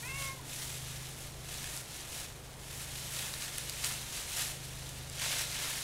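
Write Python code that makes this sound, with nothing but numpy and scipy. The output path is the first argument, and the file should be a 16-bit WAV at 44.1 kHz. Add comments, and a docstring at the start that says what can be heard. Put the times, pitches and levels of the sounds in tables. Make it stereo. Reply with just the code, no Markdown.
"""In a wood, a few metres from a hand-held microphone, hens scratch through dry oak leaves and pine straw.
Each stroke is a swarm of tiny leaf cracks with sliding hiss; deeper digs crunch and now and then a stem snaps.
Near the start one hen gives a short arched whine: harmonics shaped by throat resonances.
Behind them lie a far engine, a few wavering low orders, and quiet air of filtered noise."""
import sys
import numpy as np
from scipy import signal
from scipy.fft import rfft, irfft, next_fast_len
from scipy.io import wavfile
from scipy.ndimage import map_coordinates

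SR = 44100
rng = np.random.default_rng(int(sys.argv[2]) if len(sys.argv) > 2 else 0)


def to_wav(s):
    """Save 16-bit WAV."""
    ch = np.atleast_2d(s).T  # columns
    pcm = np.round(np.clip(ch, -1, 1) * 32767)  # PCM
    wavfile.write(sys.argv[1], SR, pcm.astype(np.int16))


N = 257103
T = np.arange(N) / SR  # scene time in seconds

# Spectrum of the still air in the wood: frequency [Hz], relative level [dB per Hz]
AIR_SPECTRUM = [(15, -1.5), (30, 0), (55, 3), (90, -1), (120, -3), (180, -4), (300, -5), (480, -7),
                (800, -10), (1400, -16), (3000, -25.5), (8000, -36), (15700, -34)]
# Likeness of the air at left and right: frequency [Hz], correlation [-1 to 1]
AIR_LIKENESS = [(30, 0.51), (110, 0.62), (200, .05), (300, 0.11), (500, 0.39), (900, 0.56), (2000, 1)]
# Swells of the far engine, followed by each order in its share: time_s [s], level_db [dB]
ENGINE_SWELLS = [(0.02, -50), (0.23, -47), (0.42, -54), (0.89, -47), (1.19, -52), (1.78, -53), (1.94, -59),
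                 (3.16, -50), (3.39, -56), (3.93, -51), (4.29, -61), (4.42, -52), (4.74, -49), (5.78, -54)]
# Engine orders: multiple of the firing rate, usual level_db [dB], share of the swells [0-1]
ENGINE_ORDERS = [(2, -60, .2), (3, -58.5, 0.7), (4, -64, .1), (5, -52, 0.97), (6, -59, .8)]
# Course of the hen's whine: time_s [s], pitch_hz [Hz], level_db [dB, before the trim in hen()]
WHINE_COURSE = [(0.024, 469.8, -49), (0.038, 474.3, -46), (0.092, 534.8, -43), (0.108, 525.8, -44),
                (0.17, 554.2, -43), (0.328, 534.4, -48), (0.386, 514.3, -57), (0.4, 501.9, -51),
                (0.42, 439.7, -70)]
# Throat resonances with the beak open: centre_hz [Hz], width_hz [Hz], relative level_db [dB]
THROAT_RESONANCES = [(520, 250, -19), (1050, 340, -5.5), (1400, 340, -4), (2140, 540, 4), (2600, 380, 2),
                     (3800, 900, -20)]
# Snapping stems and stiff leaves; a large snap may take several rows, one for each band of its sound:
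# start_s [s], peak level_db [dB, before top loss], centre_hz [Hz], spread [octaves]
STEM_SNAPS = [(.6273, -31, 4500, .8), (1.0695, -29, 4000, .8), (1.5427, -28, 6000, .6),
              (1.6427, -27, 2800, 1), (1.7671, -26, 9500, .5), (1.775, -24, 6700, .8),
              (2.955, -31, 3900, .6), (3.3386, -27.5, 2500, .9), (3.4228, -24, 3600, .8),
              (3.5807, -25, 9000, .9), (3.583, -17.5, 11500, .55), (3.583, -26, 2800, .8),
              (3.6967, -17.5, 7400, .75), (3.8417, -23, 3180, .6), (3.8454, -15.5, 4400, 1.3),
              (4.3697, -22, 4500, .8), (4.8921, -30, 7900, .6), (5.0987, -27, 7200, .5),
              (5.4174, -20, 9500, .5)]
# Heavy strokes down into the packed litter: centre_s [s], length_s [s], level_db [dB]
DEEP_DIGS = [(1.65, .2, -55), (3.243, 0.16, -51.5), (3.852, .04, -42), (3.92, .06, -49),
             (4.386, 0.079, -52), (5.24, 0.063, -44), (5.32, 0.04, -44.5), (5.645, 0.27, -48)]
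# Spectrum of the packed litter's crunch: frequency [Hz], relative level [dB per Hz]
PACKED_SPECTRUM = [(150, -23), (550, -4), (1000, -2.5), (1700, 0), (3000, -4), (7000, -17)]
# Spectrum of the leaves at usual crispness: frequency [Hz], relative level [dB per Hz]
LEAF_SPECTRUM = [(250, -22), (600, -6.5), (1100, -7.5), (1700, -2), (2700, 0), (3900, .8), (4700, -1.8),
                 (6200, -0.45), (8000, -1.5), (10300, -2.5), (12500, -7.5), (15700, -15)]
# Strokes of a foot through the leaves: full_force_s [s], rise_s [s], hold_s [s], level_db [dB],
# crispness_db [dB, more means a larger treble share]
FOOT_STROKES = [(0.015, 0.075, 0.085, -48.5, -0.5), (0.21, 0.06, 0.045, -40.5, -3.5),
                (0.53, 0.065, 0.24, -43.0, -3.0), (0.85, 0.04, 0.265, -46.5, -4.5),
                (1.22, 0.08, 0.025, -47.0, -3.0), (1.53, 0.1, 0.19, -43.5, -4.0),
                (1.76, 0.04, 0.005, -45.5, 0.5), (1.94, 0.1, 0.075, -45.5, -5.5),
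                (2.17, 0.11, 0.05, -42.5, -3.5), (2.72, 0.095, 0.06, -48.5, -2.0),
                (2.805, 0.02, 0.005, -43.0, -4.0), (2.965, 0.145, 0.1, -43.5, -3.5),
                (3.14, 0.05, 0.115, -39.0, -3.5), (3.325, 0.055, 0.07, -44.5, -3.0),
                (3.425, 0.04, 0.045, -40.5, -5.0), (3.545, 0.025, 0.26, -42.0, -5.5),
                (3.853, 0.033, 0.008, -35.0, -2.5), (3.905, 0.01, 0.12, -42.5, -4.5),
                (4.15, 0.08, 0.055, -39.5, -5.0), (4.305, 0.05, 0.05, -40.0, -4.0),
                (4.385, 0.025, 0.04, -35.0, -3.5), (4.44, 0.01, 0.07, -42.5, -4.0),
                (4.645, 0.08, 0.42, -47.0, -5.5), (5.235, 0.065, 0.06, -34.0, -8.0),
                (5.31, 0.01, 0.035, -35.0, -7.5), (5.385, 0.015, 0.02, -34.0, -5.5),
                (5.515, 0.08, 0.12, -38.5, -7.0), (5.645, 0.06, 0.175, -38.0, -5.5)]

AIR_DB = -50
FIRING_HZ, SPEED_DRIFT = 26.19, .003  # the engine runs at a governed speed; drift is an rms share
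BEAK_WIDEST_S = .13
BEAK_OPEN_S, BEAK_SHUT_S = .17, .21  # the beak opens quicker than it closes
THROAT_SINK = .15  # share by which the resonances drop when the beak is shut
RELEASE_DB_PER_S = 140  # the leaves settle after a stroke
TIRE_DB_PER_S = 7  # the foot slows as it drags
RESTLESS_DB, RESTLESS_CRISP_DB = -53.5, -5.5  # steady floor: the rest of the flock never quite keeps still
EDGE_HZ = 15780  # upper band edge of the recorder


def gain_of(db):
    """Turns decibels into an amplitude factor."""
    return 10 ** (np.asarray(db) / 20)


def evened(x):
    """Scales a sound to rms 1."""
    return x / np.sqrt(np.mean(x ** 2) + 1e-20)


def read(points, hz):
    """Reads a spectrum on a log-frequency axis."""
    point_hz, value = np.transpose(points)
    return np.interp(np.log(hz + 1), np.log(point_hz + 1), value)


def curves(rows):
    """Draws each column after the time as a curve over the whole scene."""
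    time_s, *columns = np.transpose(rows)
    return [np.interp(T, time_s, column) for column in columns]


def add(mix, start_s, sound):
    """Mixes a sound in at its start time."""
    part = mix[max(round(start_s * SR), 0):][:len(sound)]
    part += sound[:len(part)]


def colour(x, points):
    """Filters a sound by a spectrum in dB."""
    size = next_fast_len(len(x))
    gain = gain_of(read(points, np.fft.rfftfreq(size, 1 / SR)))
    return irfft(rfft(x, size) * gain, size)[:len(x)]


def wander(per_s):
    """Smooth random curve of rms 1, with per_s random knots each second."""
    knots = rng.standard_normal(8192)
    return evened(map_coordinates(knots, [T * per_s], order=2, mode="wrap"))


def air():
    """Soft outdoor noise, wide in the low middle and mono in the treble."""
    hz = np.fft.rfftfreq(N, 1 / SR)
    likeness = np.clip(read(AIR_LIKENESS, hz), -1, 1)
    noise = rfft(rng.standard_normal((2, N))) * gain_of(read(AIR_SPECTRUM, hz))
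    mid, side = noise * np.sqrt([1 + likeness, 1 - likeness])
    return gain_of(AIR_DB) * evened(irfft(np.array([mid + side, mid - side]), N))


def engine(waver_db=2.8, usual_db=-52, apart_rad=0.52):
    """Only the low orders of a far engine carry through the trees, each wavering on its way."""
    level_db, = curves(ENGINE_SWELLS)
    phase = 2 * np.pi * np.cumsum(FIRING_HZ * (1 + SPEED_DRIFT * wander(1.5))) / SR
    side_phase = np.array([[apart_rad], [-apart_rad]]) / 2  # left leads right
    hum = np.zeros((2, N))
    for order, order_db, swing in ENGINE_ORDERS:
        swell_db = swing * (level_db - usual_db)
        own_waver_db = waver_db * (0.5 - swing / 2) * wander(5)
        level = np.sqrt(2) * gain_of(order_db + swell_db + own_waver_db)  # rms to peak
        hum += level * np.cos(order * phase + side_phase + 2 * np.pi * rng.random())
    return hum


def wood(x, t60=.22, wet_db=-11):
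    """Trunks and foliage scatter a thin, short tail of sparse random echoes."""
    t = np.arange(SR // 2) / SR
    sparse = rng.standard_normal(len(t)) * (rng.random(len(t)) < 2000 / SR)  # 2000 echoes a second
    taps = sparse * (t > .002) * gain_of(-60 * t / t60)
    return x + gain_of(wet_db) * signal.oaconvolve(x, taps / np.linalg.norm(taps))[:N]


def hen(shut_db=-20, valley_db=-26, trim_db=-1.2, jitter=.006, flutter_db=2.2):
    """Unsteady whine; resonances sink and the harmonics above the second fade as the beak closes."""
    pitch_hz, level_db = curves(WHINE_COURSE)
    since = T - BEAK_WIDEST_S
    beak = np.exp(-abs(since / np.where(since < 0, BEAK_OPEN_S, BEAK_SHUT_S)) ** 2.5)  # 1 = widest
    pitch_hz = pitch_hz * (1 + jitter * wander(199))
    phase = 2 * np.pi * np.cumsum(pitch_hz) / SR
    sunk = 1 - THROAT_SINK * (1 - beak)
    voice, power = np.zeros(N), np.zeros(N)
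    for k in range(1, 9):
        gain = gain_of(valley_db)  # what passes between the resonances
        for centre_hz, width_hz, db in THROAT_RESONANCES:
            offset = 2 * (k * pitch_hz - centre_hz * sunk) / width_hz
            gain = gain + gain_of(db) / (1 + offset ** 4)
        gain = gain * gain_of(shut_db * (1 - beak) * np.clip(k / 2 - 1, 0, 1))
        # paths round the trunks make each partial swell and fade on its own
        voice += gain * gain_of(flutter_db * wander(47)) * np.cos(k * phase)
        power += gain ** 2 / 2
    begin_s, end_s = WHINE_COURSE[0][0], WHINE_COURSE[-1][0]
    sounding = np.clip(np.minimum(T - begin_s, end_s - T) / 0.008, 0, 1)  # 8 ms fades
    return sounding * gain_of(level_db + trim_db) * voice / np.sqrt(power)


def crack(centre_hz, octaves, t60, shatter=1):
    """A dry fracture: a sharp step of stress, then splinters, through the broad band of a leaf or stem."""
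    t = np.arange(1024) / SR
    hz = np.fft.fftfreq(1024, 1 / SR)
    distance = np.log2((abs(hz) + 1) / centre_hz) / octaves
    log_gain = np.maximum(-.5 * distance ** 2, -7)
    causal = np.exp(np.conj(signal.hilbert(log_gain)))  # minimum phase: no sound before the break
    splinters = shatter * rng.standard_normal(len(t)) * gain_of(-60 * t / t60)
    burst = (t == 0) + splinters
    return np.fft.ifft(np.fft.fft(burst) * causal).real


def snaps(t60=0.0056, shatter=0.3, top_loss_db=-6):
    """Stems and stiff leaves snap, in one band or several; their highest treble is softened."""
    out = np.zeros(N)
    for start_s, level_db, centre_hz, octaves in STEM_SNAPS:
        snap = crack(centre_hz, octaves, t60, shatter)
        add(out, start_s, gain_of(level_db) * snap / abs(snap).max())
    return colour(out, [(10000, 0), (15700, top_loss_db)])


def crackle(per_s, spread_db, t60, count=48):
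    """Many leaves crack at random moments with differing force, spread_db setting how much."""
    force = gain_of(spread_db * np.minimum(rng.exponential(1, N), 4.5))
    force *= rng.random(N) < per_s / SR
    force *= rng.choice([-1, 1], N)
    leaf = rng.integers(0, count, N)
    centres_hz = np.linspace(np.sqrt(1000), np.sqrt(15000), count) ** 2
    swarm = np.zeros(N)
    for k, centre_hz in enumerate(centres_hz):
        swarm += signal.oaconvolve(force * (leaf == k), evened(crack(centre_hz, 0.82, t60)))[:N]
    # level the spectrum: the swarm as a whole favours no band
    hz, power = signal.welch(swarm, SR, nperseg=1024)
    return evened(colour(swarm, np.c_[hz, -10 * np.log10(power + .1 * power.mean())]))


def digs():
    """A foot dragged through the packed layer gives a lower, coarser crunch."""
    push = np.zeros(N)
    for centre_s, length_s, level_db in DEEP_DIGS:
        push += gain_of(level_db) * np.exp(-(2 * (T - centre_s) / length_s) ** 2)
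    return push * evened(colour(crackle(per_s=1500, spread_db=2, t60=0.0056), PACKED_SPECTRUM))


def stroke(full_force_s, rise_s, hold_s):
    """The force of one stroke swells, sags a little while the foot drags, and dies away."""
    early = np.maximum(full_force_s - T, 0)
    late = np.maximum(T - full_force_s - hold_s, 0)
    drag = np.clip(T - full_force_s, 0, hold_s)
    return np.exp(-early / rise_s) * gain_of(-TIRE_DB_PER_S * drag - RELEASE_DB_PER_S * late)


def stir():
    """Litter level and crispness in dB: strokes add in power, and the strongest dominates the colour."""
    restless = gain_of(RESTLESS_DB) ** 2
    total = np.full(N, restless)
    crisp = np.full(N, restless * RESTLESS_CRISP_DB)
    for full_force_s, rise_s, hold_s, level_db, crispness_db in FOOT_STROKES:
        power = gain_of(level_db) ** 2 * stroke(full_force_s, rise_s, hold_s) ** 2
        total += power
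        crisp += power * crispness_db
    return 10 * np.log10(total), crisp / total


def rustle(crack_share=0.53, clump_db=.8, crisp_slope=1.13, usual_crisp_db=-5.0):
    """Cracks and the fine hiss of sliding leaves come in clumps; dry top leaves add treble."""
    level_db, crisp_db = stir()
    cracks = np.sqrt(crack_share) * crackle(per_s=3500, spread_db=0.5, t60=0.0032)
    hiss = np.sqrt(1 - crack_share) * rng.standard_normal(N)
    leaves = evened(colour(cracks + hiss, LEAF_SPECTRUM))
    dull = signal.sosfiltfilt(signal.butter(2, 7000, fs=SR, output="sos"), leaves)
    treble = leaves - dull
    leaves = evened(dull + treble * gain_of(crisp_slope * (crisp_db - usual_crisp_db)))
    return gain_of(level_db) * evened(leaves * gain_of(clump_db * wander(110)))


def scene():
    """The birds are straight ahead of the microphone; air and engine spread between left and right."""
    birds = rustle() + digs() + snaps() + hen()
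    return wood(birds) + engine() + air()


def record(dry):
    """The recorder's band limit: a linear-phase low-pass."""
    low_pass = signal.firwin(701, EDGE_HZ, window=("kaiser", 9), fs=SR)
    return signal.oaconvolve(dry, low_pass[None], "same")


dry = scene()
out = record(dry)
to_wav(out)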